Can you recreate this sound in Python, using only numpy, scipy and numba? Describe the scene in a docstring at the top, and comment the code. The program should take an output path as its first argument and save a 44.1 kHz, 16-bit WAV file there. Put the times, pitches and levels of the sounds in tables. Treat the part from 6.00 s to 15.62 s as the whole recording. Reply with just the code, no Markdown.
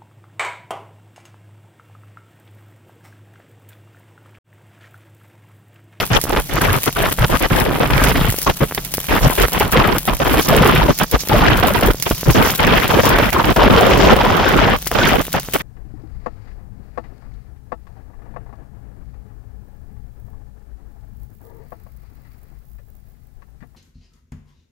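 """Outdoors, a hand's width from a stick weld on steel, heard through a two-port microphone.
The arc sputters in bursts of gas puffs and short gurgles that buffet each port differently, with low
thuds, ringing bubbles and lone pops. Fine spatter keeps frying, larger drops of metal snap, and the
molten pool seethes. A faint hum and a low outdoor rumble lie underneath."""
import sys
import numpy as np
from scipy import signal
from scipy.fft import rfft, irfft
from scipy.io import wavfile
from scipy.ndimage import uniform_filter1d, map_coordinates
from numba import njit

SR = 44100
rng = np.random.default_rng(int(sys.argv[2]) if len(sys.argv) > 2 else 0)


def transcribe(u):
    """Save the signal u as a 16-bit wav file named by the first command-line argument.

    u: samples, shape (n,) or (channels, n), limited to [-1, 1]; the rate is SR.
    q: integer samples, one column per channel.
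    """
    v = np.clip(np.atleast_2d(u).T, -1, 1)
    q = np.round(v * 32767).astype(np.int16)
    wavfile.write(sys.argv[1], SR, q)


N = 424236
TIME = np.arange(N) / SR


# bursts of gas from the arc: (start [s], length [s], relative level [dB], swell from start to end [dB],
# relative heave level [dB], brightness [dB])
GAS_BURSTS = [(0.0, 0.039, -13.5, -8, -26, 3), (0.101, 0.073, -11, 9, -16.5, 1.5),
              (0.263, 0.044, -23, 17, -21, 0.5), (0.321, 0.023, -12.7, 1, -13, -1.5),
              (0.361, 0.034, -13.5, 0, -13, -0.5), (0.488, 0.1, -20, 13.5, -20, 2.5),
              (0.606, 0.17, -13.5, -3.5, -18.5, 1), (0.859, 0.022, -16, 17.5, -25, 1),
              (0.957, 0.13, -15, 1, -22, 2.5), (1.109, 0.005, -13, 2, -33, 1),
              (1.179, 0.073, -16, 11, -12, 1), (1.291, 0.07, -12.5, 6.5, -16, 0.0),
              (1.403, 0.053, -13.5, 6, -16.5, 2), (1.499, 0.14, -12.5, 0.5, -15.5, 0.5),
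              (1.647, 0.14, -16, -3, -22, -2.5), (1.799, 0.094, -15, -17.5, -21, 0.5),
              (1.9, 0.22, -12, 1, -14.5, 2), (2.139, 0.16, -17, -4.0, -12, 2.5),
              (2.462, 0.037, -10, 8.5, -18, 0), (2.601, 0.036, -12.0, 4.5, -10, -2),
              (2.774, 0.01, -16.5, -6, -24, 2), (3.082, 0.1, -11.5, 3, -16.5, 3),
              (3.206, 0.066, -11, 11, -8.5, -1.5), (3.296, 0.067, -22, -19, -33, 0.5),
              (3.376, 0.077, -10.5, -0.5, -12, 2), (3.517, 0.062, -16.4, 5, -25.0, 5.0),
              (3.6, 0.098, -15, -17.5, -21.5, -0.5), (3.72, 0.1, -8.5, 4, -10, 1.0),
              (3.836, 0.14, -13, -7.5, -18.5, 0.5), (4.074, 0.08, -17, -18.5, -16, 0),
              (4.197, 0.035, -11, 0, -24.0, 0), (4.246, 0.16, -11.5, 3.5, -17.5, -1.5),
              (4.441, 0.066, -21, 8.0, -24, -2.0), (4.48, 0.23, -8, 2.5, -18, -2.0),
              (4.717, 0.15, -12, -2.5, -12, 3.5), (4.88, 0.026, -5.5, 4, -12, -7.5),
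              (4.995, 0.036, -12.5, 6.5, -28, 5), (5.12, 0.03, -11.5, 14.5, -2.5, -2.5),
              (5.294, 0.1, -9.5, -1.5, -13, -1.5), (5.403, 0.13, -8.5, 1, -11, 1.5),
              (5.532, 0.081, -15, -2.0, -19, 1.5), (5.624, 0.11, -12.5, -11.5, -23, 0),
              (5.744, 0.072, -14.5, -10.0, -22, 3), (5.821, 0.091, -10, -4, -12.5, -4.0),
              (6.056, 0.014, -14.5, 6, -27.0, 6), (6.109, 0.0091, -11, -7, -7, -9),
              (6.256, 0.051, -11, 13, -6.5, -17), (6.344, 0.069, -6.5, 2.5, -13, -2.5),
              (6.416, 0.12, -15, -13, -24, 3), (6.586, 0.2, -9.5, 1, -18.5, 2),
              (6.796, 0.074, -14, -3, -41, 5), (6.885, 0.12, -8.5, 7, -23, -2.5),
              (7.03, 0.14, -9.5, -0.5, -21, 0.5), (7.18, 0.11, -12, -6, -17.5, 3),
              (7.321, 0.099, -11.5, 4, -30, 1), (7.438, 0.079, -10, 5.5, -17.0, -2),
              (7.559, 0.12, -6.5, 2.5, -14.0, -1.0), (7.694, 0.25, -6.5, -2, -19, -1.5),
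              (7.918, 0.22, -7, 13, -14.5, -1.5), (8.159, 0.397, -10.5, -1, -23.5, 0.5),
              (8.556, 0.2, -10, -4, -16, 1.5), (8.91, 0.024, -17.5, -6, -28.0, 0.5),
              (8.945, 0.22, -10.5, 1.5, -21, 3), (9.179, 0.027, -11, -1, -30, -2),
              (9.337, 0.048, -14.5, -5, -45, 1.5), (9.535, 0.025, -12.5, 3, -33, -3),
              (9.593, 0.019, -20.5, -0.5, -37, 8)]
def burst_force(attack_s=0.0054, release_s=0.0079):
    """Envelope of the gas flow: how hard the arc blows at each moment."""
    return together(swell(start, length, db, rise_db, attack_s, release_s)
                    for start, length, db, rise_db, _, _ in GAS_BURSTS)


# a narrow rasping edge on the sputter, growing along the weld: (time [s], level in the flow [dB])
EDGE_LEVEL = [(0, -24), (3, -14), (6, -15), (9.6, -6)]
def sputter(force, gain_db=-2, shared_db=-2.5, hollow_db=3, eddy_hz=898, rasp_hz=3200, edge_hz=3170):
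    """Bursts of gas from the arc: one stream reaches both ports, and each port has another of its own."""
    start, length, *_, burst_bright_db = np.transpose(GAS_BURSTS)
    bright_db = np.interp(TIME, start + length / 2, burst_bright_db)
    # a brighter burst has smaller eddies, more rasp and finer puffs
    hollow_hz = np.clip(eddy_hz * 2 ** (0.68 * bright_db), 280, 2400)
    rasp_db = 0.59 + 0.05 * bright_db
    pitch = np.exp(0.91 * rasp_db)
    shared, left, right = (gas_stream(pitch, force) for _ in range(3))
    flow = np.array([left, right]) + undb(shared_db) * shared
    # one size of eddy prevails at a time, and it keeps shifting
    hollow = np.array([resonance(x, hollow_hz * np.exp(0.338 * walk(60)), width=0.16) for x in flow])
    rasp = np.array([resonance(x, np.full(N, rasp_hz), width=0.87) for x in flow])
    edge = np.array([resonance(x, np.full(N, edge_hz), width=0.2) for x in flow])
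    voiced = flow + undb(hollow_db) * hollow + (undb(rasp_db) - 1) * rasp + undb(curve(EDGE_LEVEL)) * edge
    return undb(gain_db) * steady(buffet(voiced), span_s=0.045) * force


def gas_stream(pitch, force, depth_db=5, strong_db=-15, gurgle_db=3):
    """Turbulent gas: puffs and gurgles crowd into the same short clumps, most of all in a weak flow."""
    smoothing = 0.31 * np.minimum(force / undb(strong_db), 1)
    clump_db = depth_db * (1 - smoothing) * walk(95)
    return eddies(pitch, clump_db) + undb(gurgle_db) * gurgles(pitch, clump_db)


def eddies(pitch, clump_db, rate=900, base_hz=2300, scatter_db=3):
    """A stream of puffs, broad to narrow; a stronger clump has narrower puffs."""
    at, (breadth, strength, sign) = arrivals(rate, count=30000)
    fineness = np.maximum(breadth ** 1.25, .05)
    hz = np.minimum(base_hz * fineness * pitch[at] * np.exp(0.054 * clump_db[at]), 5000)
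    height = fineness ** -0.12 * undb(clump_db[at] - scatter_db * np.log(strength))
    return unit(plain_puffs(at, hz, height * np.sign(sign - .5)))


def gurgles(pitch, clump_db, rate=950, low_hz=130, range_hz=3400, knee_hz=1300, scatter_db=2.5):
    """Puffs that flutter briefly at their own pitch; the high ones are weak."""
    at, (breadth, strength, length) = arrivals(rate, count=20000)
    hz = low_hz + range_hz * breadth ** 1.798
    size_db = clump_db[at] - scatter_db * np.log(np.maximum(strength, .03))
    height = undb(size_db) / (1 + (hz / (knee_hz * pitch[at])) ** 2) ** 1.9
    width_s = 1.11 * (0.25 + length) / np.sqrt(hz * knee_hz)  # low ones die after fewer cycles
    glide = 0.043 * rng.standard_normal(N)[at]
    return unit(puffs(at, width_s, hz, height, glide))


# tone of a microphone port struck by gas: (frequency [Hz], gain [dB])
PORT_TONE = [(30, -5), (70, 4), (140, 0.5), (220, 0.5), (330, 2.5), (450, 5.5), (700, 5.5), (1200, 9),
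             (2200, 10.5), (3100, 13), (3500, 13), (4100, 10.5), (5400, 11.5), (8200, -25)]
def buffet(pressure):
    """Puffs of gas hit a port and take on its colour."""
    return colour(pressure, PORT_TONE)


# deep tone of the broadest gas surges: (frequency [Hz], gain [dB])
HEAVE_TONE = [(12, -23), (30, 19), (52, 19.5), (75, 4.5), (135, -8.5), (200, -5), (320, -24), (1000, -72)]
def heaves(gain_db=-1, plop_db=-4, idle_db=-40, rate=90, low_hz=105, high_hz=330, idle_hz=65):
    """Broad surges of gas thud on both ports with throaty plops; the slowest go on in the pauses."""
    push = rng.standard_normal(N) + undb(-0.5) * rng.standard_normal((2, N))  # shared + each port's own
    thuds = unit(colour(push, HEAVE_TONE))
    at, (breadth, strength, rise) = arrivals(rate, count=3000)
    hz = low_hz * (high_hz / low_hz) ** (breadth ** 2)
    plops = unit(puffs(at, 0.76 / hz, hz, strength ** 2, glide=0.051 * (rise - .5)))
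    surge = steady(thuds + undb(plop_db) * plops, span_s=0.081)
    envelope = together(swell(start, length, db, 0, attack_s=0.025, release_s=0.013)
                        for start, length, _, _, db, _ in GAS_BURSTS)
    idle = unit(signal.sosfilt(signal.butter(2, idle_hz, fs=SR, output="sos"), thuds))
    return (surge * envelope * undb(gain_db) + idle * undb(idle_db)) * undb(2 * walk(12))


# loud, ringing gulps of gas: (time [s], pitch [Hz], peak [dB])
GAS_GULPS = [(1.52, 141, -5), (2.48, 1100, -7.5), (2.62, 270, -16), (3.231, 130, -10), (3.761, 487, -4.5),
             (4.53, 630, -5), (4.613, 172, -1), (4.819, 925, -9), (5.32, 845, -6.5), (5.348, 620, -9),
             (5.643, 735, -6), (5.709, 580, -10), (5.76, 945, -10), (5.889, 432, -4), (6.29, 142, 3.5),
             (7.366, 1055, -10), (7.666, 258, -5), (7.814, 730, -6), (8.044, 627, -8), (8.136, 860, -10),
             (9.021, 1505, -9), (9.351, 823, -9.5)]
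def bubbling(force, small_db=3.5, rate=70, low_hz=130, high_hz=1300, knee_hz=900, ring_s=0.0039):
    """Pockets of gas ring briefly: small ones at random at each port, and a few loud gulps at both."""
    glide = 0.018 * rng.standard_normal(N)
    small = np.zeros((2, N))
    for port in range(2):
        at, (pitch, strength, length) = arrivals(rate, count=2000)
        hz = low_hz * (high_hz / low_hz) ** pitch
        height = strength / np.hypot(1, hz / knee_hz)
        small[port] = puffs(at, ring_s * (.5 + length), hz, height, glide[at])
    times, hz, db = np.transpose(GAS_GULPS)
    at = times * SR
    gulps = puffs(at, np.full(len(at), ring_s), hz, undb(db), glide[at.astype(int)])
    return undb(small_db) * small * force + gulps


def spits(force, gain_db=-6, rate=55, weak_db=-19, low_hz=700, high_hz=2400):
    """Lone, dry spikes of a faltering arc: they are largest in the weak bursts."""
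    at, (breadth, strength, sign) = arrivals(rate, count=2000)
    drive = force[at] / undb(weak_db)
    falter = 2 * drive / (1 + drive ** 2) * np.minimum(drive, 1)
    height = falter * strength ** 2 * np.sign(sign - .5)
    hz = low_hz * (high_hz / low_hz) ** breadth
    return undb(gain_db) * buffet(plain_puffs(at, hz, height)[None])


# single pops of gas: (time [s], relative push level [dB], spike over push [dB])
GAS_POPS = [(0.24, -9, -14), (0.254, -14, -5), (0.328, -10, -5), (0.37, -9, -3), (0.62, -14, 6),
            (1.125, -19, 8), (1.902, -9, -1), (2.325, -18, 1), (2.343, -13, -4), (2.385, -16, -15),
            (2.712, -26, 11), (2.723, -22, 8), (2.778, -20, 9), (2.94, -24, 11), (2.982, -10, -4),
            (3.3, -8, 1), (3.484, -22, 9), (5.236, -20, -9), (5.275, -20, -4), (5.297, -8, -10),
            (5.628, -11, -3), (5.946, -12.5, -12), (6.111, -1.5, -4), (6.232, -13, -3), (7.187, -9, 13),
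            (7.639, -4, 6), (8.164, -11, 2), (8.869, -24.5, 11), (9.282, -19.5, -2), (9.348, -7, -10),
            (9.487, -19.5, -1)]
def pops(gain_db=-2, spike_hz=1400, push_hz=380):
    """Lone pops, alike at both ports: a sharp spike on a broader push of gas."""
    times, db, spike_db = np.transpose(GAS_POPS)
    push = plain_puffs(times * SR, np.full(len(times), push_hz), undb(db + gain_db))
    spike = plain_puffs(times * SR, np.full(len(times), spike_hz), undb(db + gain_db + spike_db))
    return buffet((push + spike)[None])


# the arc's frying bed: (time [s], relative level [dB])
FRY_LEVEL = [(0.0, -32.5), (0.9, -28.5), (1.7, -31), (2.1, -28), (2.5, -29.5), (3.05, -30), (3.4, -26),
             (3.8, -30), (4.3, -28.5), (4.8, -31), (5.5, -31), (6.3, -28), (6.8, -29), (7.6, -30),
             (8.5, -33), (9.1, -32), (9.62, -36.5)]
# flares, where the frying leaps up and dies back: (time [s], relative level [dB])
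FRY_FLARES = [(0.612, -27), (1.01, -28), (1.115, -19.5), (2.035, -19), (2.32, -43), (2.41, -40),
              (3.585, -25), (3.715, -30), (4.06, -21.5), (4.485, -31), (5.665, -22), (5.855, -18),
              (6.305, -20), (6.548, -15.5), (6.825, -20), (7.085, -30), (8.03, -28), (9.07, -22),
              (9.533, -19)]
# crisp tone of fine spatter: (frequency [Hz], gain [dB])
FRY_TONE = [(300, 3), (1000, 1.5), (2000, 0.5), (3200, 4.5), (5200, -2), (7500, 1.5), (9000, 0),
            (10500, 5.5), (12500, 3.5), (14500, 7.5), (16000, -1.5)]
def frying(gain_db=0.5, rate=650, scatter_db=5, hiss_db=-7.5, flicker_db=3, waver_db=2):
    """Dense ticks of fine spatter over the flickering hiss of the arc, flaring now and then."""
    at, (strength, _, _) = arrivals(rate, count=15000)
    height = undb(-scatter_db * np.log(np.maximum(strength, .004)))
    ticks = unit(cracks(at, height, decay_ms=0.58, tail_db=-23.5, tail_ms=12.4, rise_ms=0.96))
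    hiss = undb(hiss_db + flicker_db * walk(220))
    pan_db = 0.2 + 1.1 * walk(37)
    sizzle = steady(at_ports(ticks + hiss, pan_db, FRY_TONE), span_s=0.13)
    flares = together(swell(start, 0.013, db, 0, attack_s=0.0027, release_s=0.015)
                      for start, db in FRY_FLARES)
    bed = undb(curve(FRY_LEVEL) + waver_db * walk(9.5))
    return sizzle * undb(gain_db) * np.hypot(bed, flares)


# drops of metal bursting: (time [s], relative level [dB], left minus right [dB])
DROP_SNAPS = [(0.2144, -6.5, -3), (0.239, -10, -14), (0.618, -7, 0), (0.833, -5.5, 4), (0.8589, -7, -1),
              (1.6004, -6, -1), (2.039, -3, 10), (2.324, -11, 1), (2.387, -9, 12), (2.4174, -9, 2.5),
              (2.429, -8, -2), (2.447, -15, 3), (2.748, -7.5, -4), (2.9395, -3, 3), (2.9714, -10, 0),
              (3.4191, -7.5, -10), (3.483, -10, -1), (3.532, -7, 3), (3.5987, -5.5, -3), (3.7234, -5, 8),
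              (3.9833, -3.5, 2), (4.202, -26, 3), (4.4865, -2.5, -2), (4.5653, -5, -7), (4.6753, -7, 0),
              (4.9881, -4.5, -9), (5.034, -9, -9), (5.113, -6.5, -2), (5.2866, -9.5, -6), (5.863, -12, 3),
              (6.0243, -1, -8), (6.101, -10, -12), (6.3061, -7, -4), (7.0544, -4, 0), (7.092, -5.5, 3),
              (7.3294, -6.5, -1), (7.5637, -10, -4), (7.81, -11, -7), (8.8721, -3.5, 6), (8.9151, -12, 6),
              (9.329, -7, 3), (9.5412, -13, -20)]
# brittle tone of a snap: (frequency [Hz], gain [dB])
SNAP_TONE = [(300, -4), (1000, -15), (2000, -0.5), (3200, -5), (5200, 1.5), (7500, -3), (10500, 2),
             (14500, -0.5), (16000, 8)]
def snaps(gain_db=2, rate=7, small_db=-18, range_db=10, sides_db=24):
    """Larger drops of metal burst with a crack, each thrown to its own side; smaller ones at random."""
    at, (strength, side, _) = arrivals(rate, count=300)
    small = np.column_stack([at / SR, small_db + range_db * (strength - .5), sides_db * (side - .5)])
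    drops = np.vstack([DROP_SNAPS, small])
    times, db, pan_db = drops[np.argsort(drops[:, 0])].T
    envelope = cracks((times * SR).astype(int), undb(db + gain_db), decay_ms=0.67, tail_db=-14, tail_ms=9.2)
    nearest = np.searchsorted((times[1:] + times[:-1]) / 2, TIME)
    return at_ports(envelope, pan_db[nearest], SNAP_TONE)


# the molten pool frothing up: (start [s], length [s], level [dB])
POOL_FROTHS = [(0.128, 0.036, -25), (2.02, 0.077, -32), (3.22, 0.03, -25), (4.4, 0.067, -29),
               (4.9, 0.09, -33.5), (5.11, 0.015, -31), (5.186, 0.03, -22.5), (5.958, 0.16, -35),
               (6.12, 0.26, -33), (6.3, 0.042, -31), (6.44, 0.065, -27.5), (7.009, 0.06, -26),
               (9.056, 0.05, -31)]
def seething(force, idle_db=-42, driven_db=-29, waver_db=3, flicker_db=3):
    """The molten pool simmers with a fluttering hiss, darker than the frying, and froths up at times."""
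    tone = [(2500, -11), (4500, 3.0), (6000, 6.0), (7300, -1.5), (9000, -19), (15000, -23)]  # (Hz, dB)
    flutter = undb(flicker_db * walk(180))
    hiss = unit(at_ports(flutter, 2 * walk(8) - 2.5, tone, direct=0.28))
    simmer = np.hypot(undb(idle_db), undb(driven_db) * force) * undb(waver_db * walk(11))
    froth = together(swell(start, length, db, 0, attack_s=0.013, release_s=0.012)
                     for start, length, db in POOL_FROTHS)
    return hiss * np.hypot(simmer, froth)


# the left port's head start, shrinking as the weld creeps along: (time [s], lead [microseconds])
LEFT_LEAD = [(0, 85), (3, 77), (5.4, 71), (7.8, 53), (9.6, 54)]
def at_ports(envelope, pan_db, tone, direct=0.64):
    """Shaped noise: the direct part reaches the left port first, the scattered part differs at each."""
    source = envelope * rng.standard_normal(N)
    lead = curve(LEFT_LEAD) * SR / 1e6
    late = map_coordinates(source, [np.arange(N) - lead], order=5)
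    scattered = envelope * rng.standard_normal((2, N))
    both = np.sqrt(direct) * np.array([source, late]) + np.sqrt(1 - direct) * scattered
    return colour(both * undb(np.array([pan_db, -pan_db]) / 2), tone)


# dark tone of the outdoor air: (frequency [Hz], gain [dB])
RUMBLE_TONE = [(20, -0.5), (50, -1), (90, -10), (140, 7), (210, -6), (330, -15), (700, -17.5), (1500, -36),
               (5000, -40)]
def background(rumble_db=-38, hum_hz=172.3, hum_db=-44.5):
    """Low outdoor rumble and a wavering hum, the same at both ports."""
    rumble = unit(colour(rng.standard_normal((1, N)), RUMBLE_TONE)) * undb(rumble_db + walk(4.86))
    hz = hum_hz * (1 + 0.0139 * walk(11))
    hum = unit(np.sin(2 * np.pi * np.cumsum(hz) / SR))
    return rumble + hum * undb(hum_db + 2 * walk(2.85))


@njit
def puffs(at, width_s, hz, height, glide):
    """Bell-shaped pressure pulses; with hz above zero they swing and slide in pitch."""
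    out = np.zeros(N)
    for k in range(len(at)):
        width = width_s[k] * SR
        for i in range(max(0, int(at[k] - 4 * width)), min(N, int(at[k] + 4 * width) + 2)):
            u = (i - at[k]) / width
            turns = hz[k] * width_s[k] * u * (1 + glide[k] * u)
            out[i] += height[k] * np.exp(-.5 * u * u) * np.cos(2 * np.pi * turns)
    return out


def plain_puffs(at, hz, height):
    """Puffs without swing, whose spectra reach up to about hz."""
    zeros = np.zeros(len(at))
    return puffs(at, 1 / (2 * np.pi * hz), zeros, height, zeros)


def cracks(at, height, decay_ms, tail_db, tail_ms, rise_ms=0.91):
    """Envelope of tiny explosions: a quick rise, a fast fall and a weak scatter off the steel."""
    power = uniform_filter1d(np.bincount(at, height ** 2, N), int(rise_ms * SR / 1000))
    fall, tail = (signal.lfilter([1], [1, -np.exp(-2000 / (ms * SR))], power)
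                  for ms in (decay_ms, tail_ms))
    return np.sqrt(np.abs(fall + undb(tail_db) ** 2 * tail))


def swell(start, length, db, rise_db, attack_s, release_s):
    """Envelope of one burst: an attack, a hold that changes by rise_db, a release."""
    out = np.zeros(N)
    span = slice(max(0, int(start * SR)), int((start + length + 10 * release_s) * SR))
    age = TIME[span] - start
    hold = undb(db + rise_db * (np.minimum(age / length, 1) - .5))
    out[span] = hold * np.clip(age / attack_s, 0, 1) * np.exp(-np.maximum(age - length, 0) / release_s)
    return out


def together(envelopes):
    """Overlapping envelopes add in power."""
    return np.sqrt(sum(e ** 2 for e in envelopes))


def arrivals(rate, count):
    """Sample positions of random events, rate per second, with three uniform draws for each."""
    chance = rng.random((count, 4))
    at = (np.cumsum(-np.log(chance[:, 0])) * SR / rate).astype(int)
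    return at[at < N], chance[at < N, 1:].T


def walk(rate):
    """Smooth random drift of rms 1, with rate new values per second."""
    knots = np.random.default_rng(rng.integers(2 ** 31)).standard_normal(N)
    return unit(uniform_filter1d(np.interp(TIME * rate, np.arange(N), knots), int(SR / rate / 2)))


@njit
def resonance(x, hz, width):
    """Band-pass with a moving centre, gain 1 there; width is a share of the centre."""
    y, band, low = np.empty(N), 0., 0.
    for i in range(N):
        g = np.tan(np.pi * hz[i] / SR)
        v = (band + g * (x[i] - low)) / (1 + g * (g + width))
        band, low, y[i] = 2 * v - band, low + 2 * g * v, width * v
    return y


def colour(x, tone, size=4096):
    """Minimum-phase EQ through (frequency [Hz], gain [dB]) points."""
    hz, db = np.transpose(tone)
    grid = np.maximum(np.fft.rfftfreq(size, 1 / SR), 1)
    cepstrum = irfft(np.log(undb(np.interp(np.log(grid), np.log(hz), db))))
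    cepstrum[1:size // 2] *= 2
    cepstrum[size // 2 + 1:] = 0
    impulse = irfft(np.exp(rfft(cepstrum)))
    return signal.fftconvolve(x, impulse[None], axes=1)[:, :N]


def steady(x, span_s):
    """Even out the level of x over span_s; faster detail stays."""
    power = uniform_filter1d(np.mean(x ** 2, axis=0), int(span_s * SR))
    return x / np.sqrt(uniform_filter1d(power, int(span_s * SR / 2)) + 1e-12)


def curve(points):
    """Automation line through (time [s], value) points."""
    return np.interp(TIME, *np.transpose(points))


def undb(db):
    """Decibels to gain."""
    return 10 ** (np.asarray(db) / 20)


def unit(x):
    """Scale to rms 1."""
    return x / np.sqrt(np.mean(x ** 2))


def scene():
    """The mix at the two ports: gas up front, then spatter, the pool and the outdoor bed."""
    force = burst_force()
    gas = sputter(force) + spits(force) + bubbling(force) + heaves() + pops()
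    return gas + frying() + seething(force) + snaps() + background()


def record(dry, low_hz=24, top_hz=15900, threshold_db=-8.5, squeeze=0.16, ceiling=1.05):
    """The microphone leaks slow pressure; loud bursts are held back, peaks rounded and the top cut."""
    leaked = signal.sosfilt(signal.butter(1, low_hz, "high", fs=SR, output="sos"), dry)
    power = uniform_filter1d(uniform_filter1d(np.mean(leaked ** 2, axis=0), size=900), size=600)
    overshoot = np.maximum(np.sqrt(np.abs(power)) / undb(threshold_db), 1)
    held = leaked / overshoot ** squeeze
    rounded = ceiling * np.tanh(held / ceiling)
    return signal.sosfilt(signal.ellip(10, .2, 80, top_hz, fs=SR, output="sos"), rounded)


dry = scene()
out = record(dry)
transcribe(out)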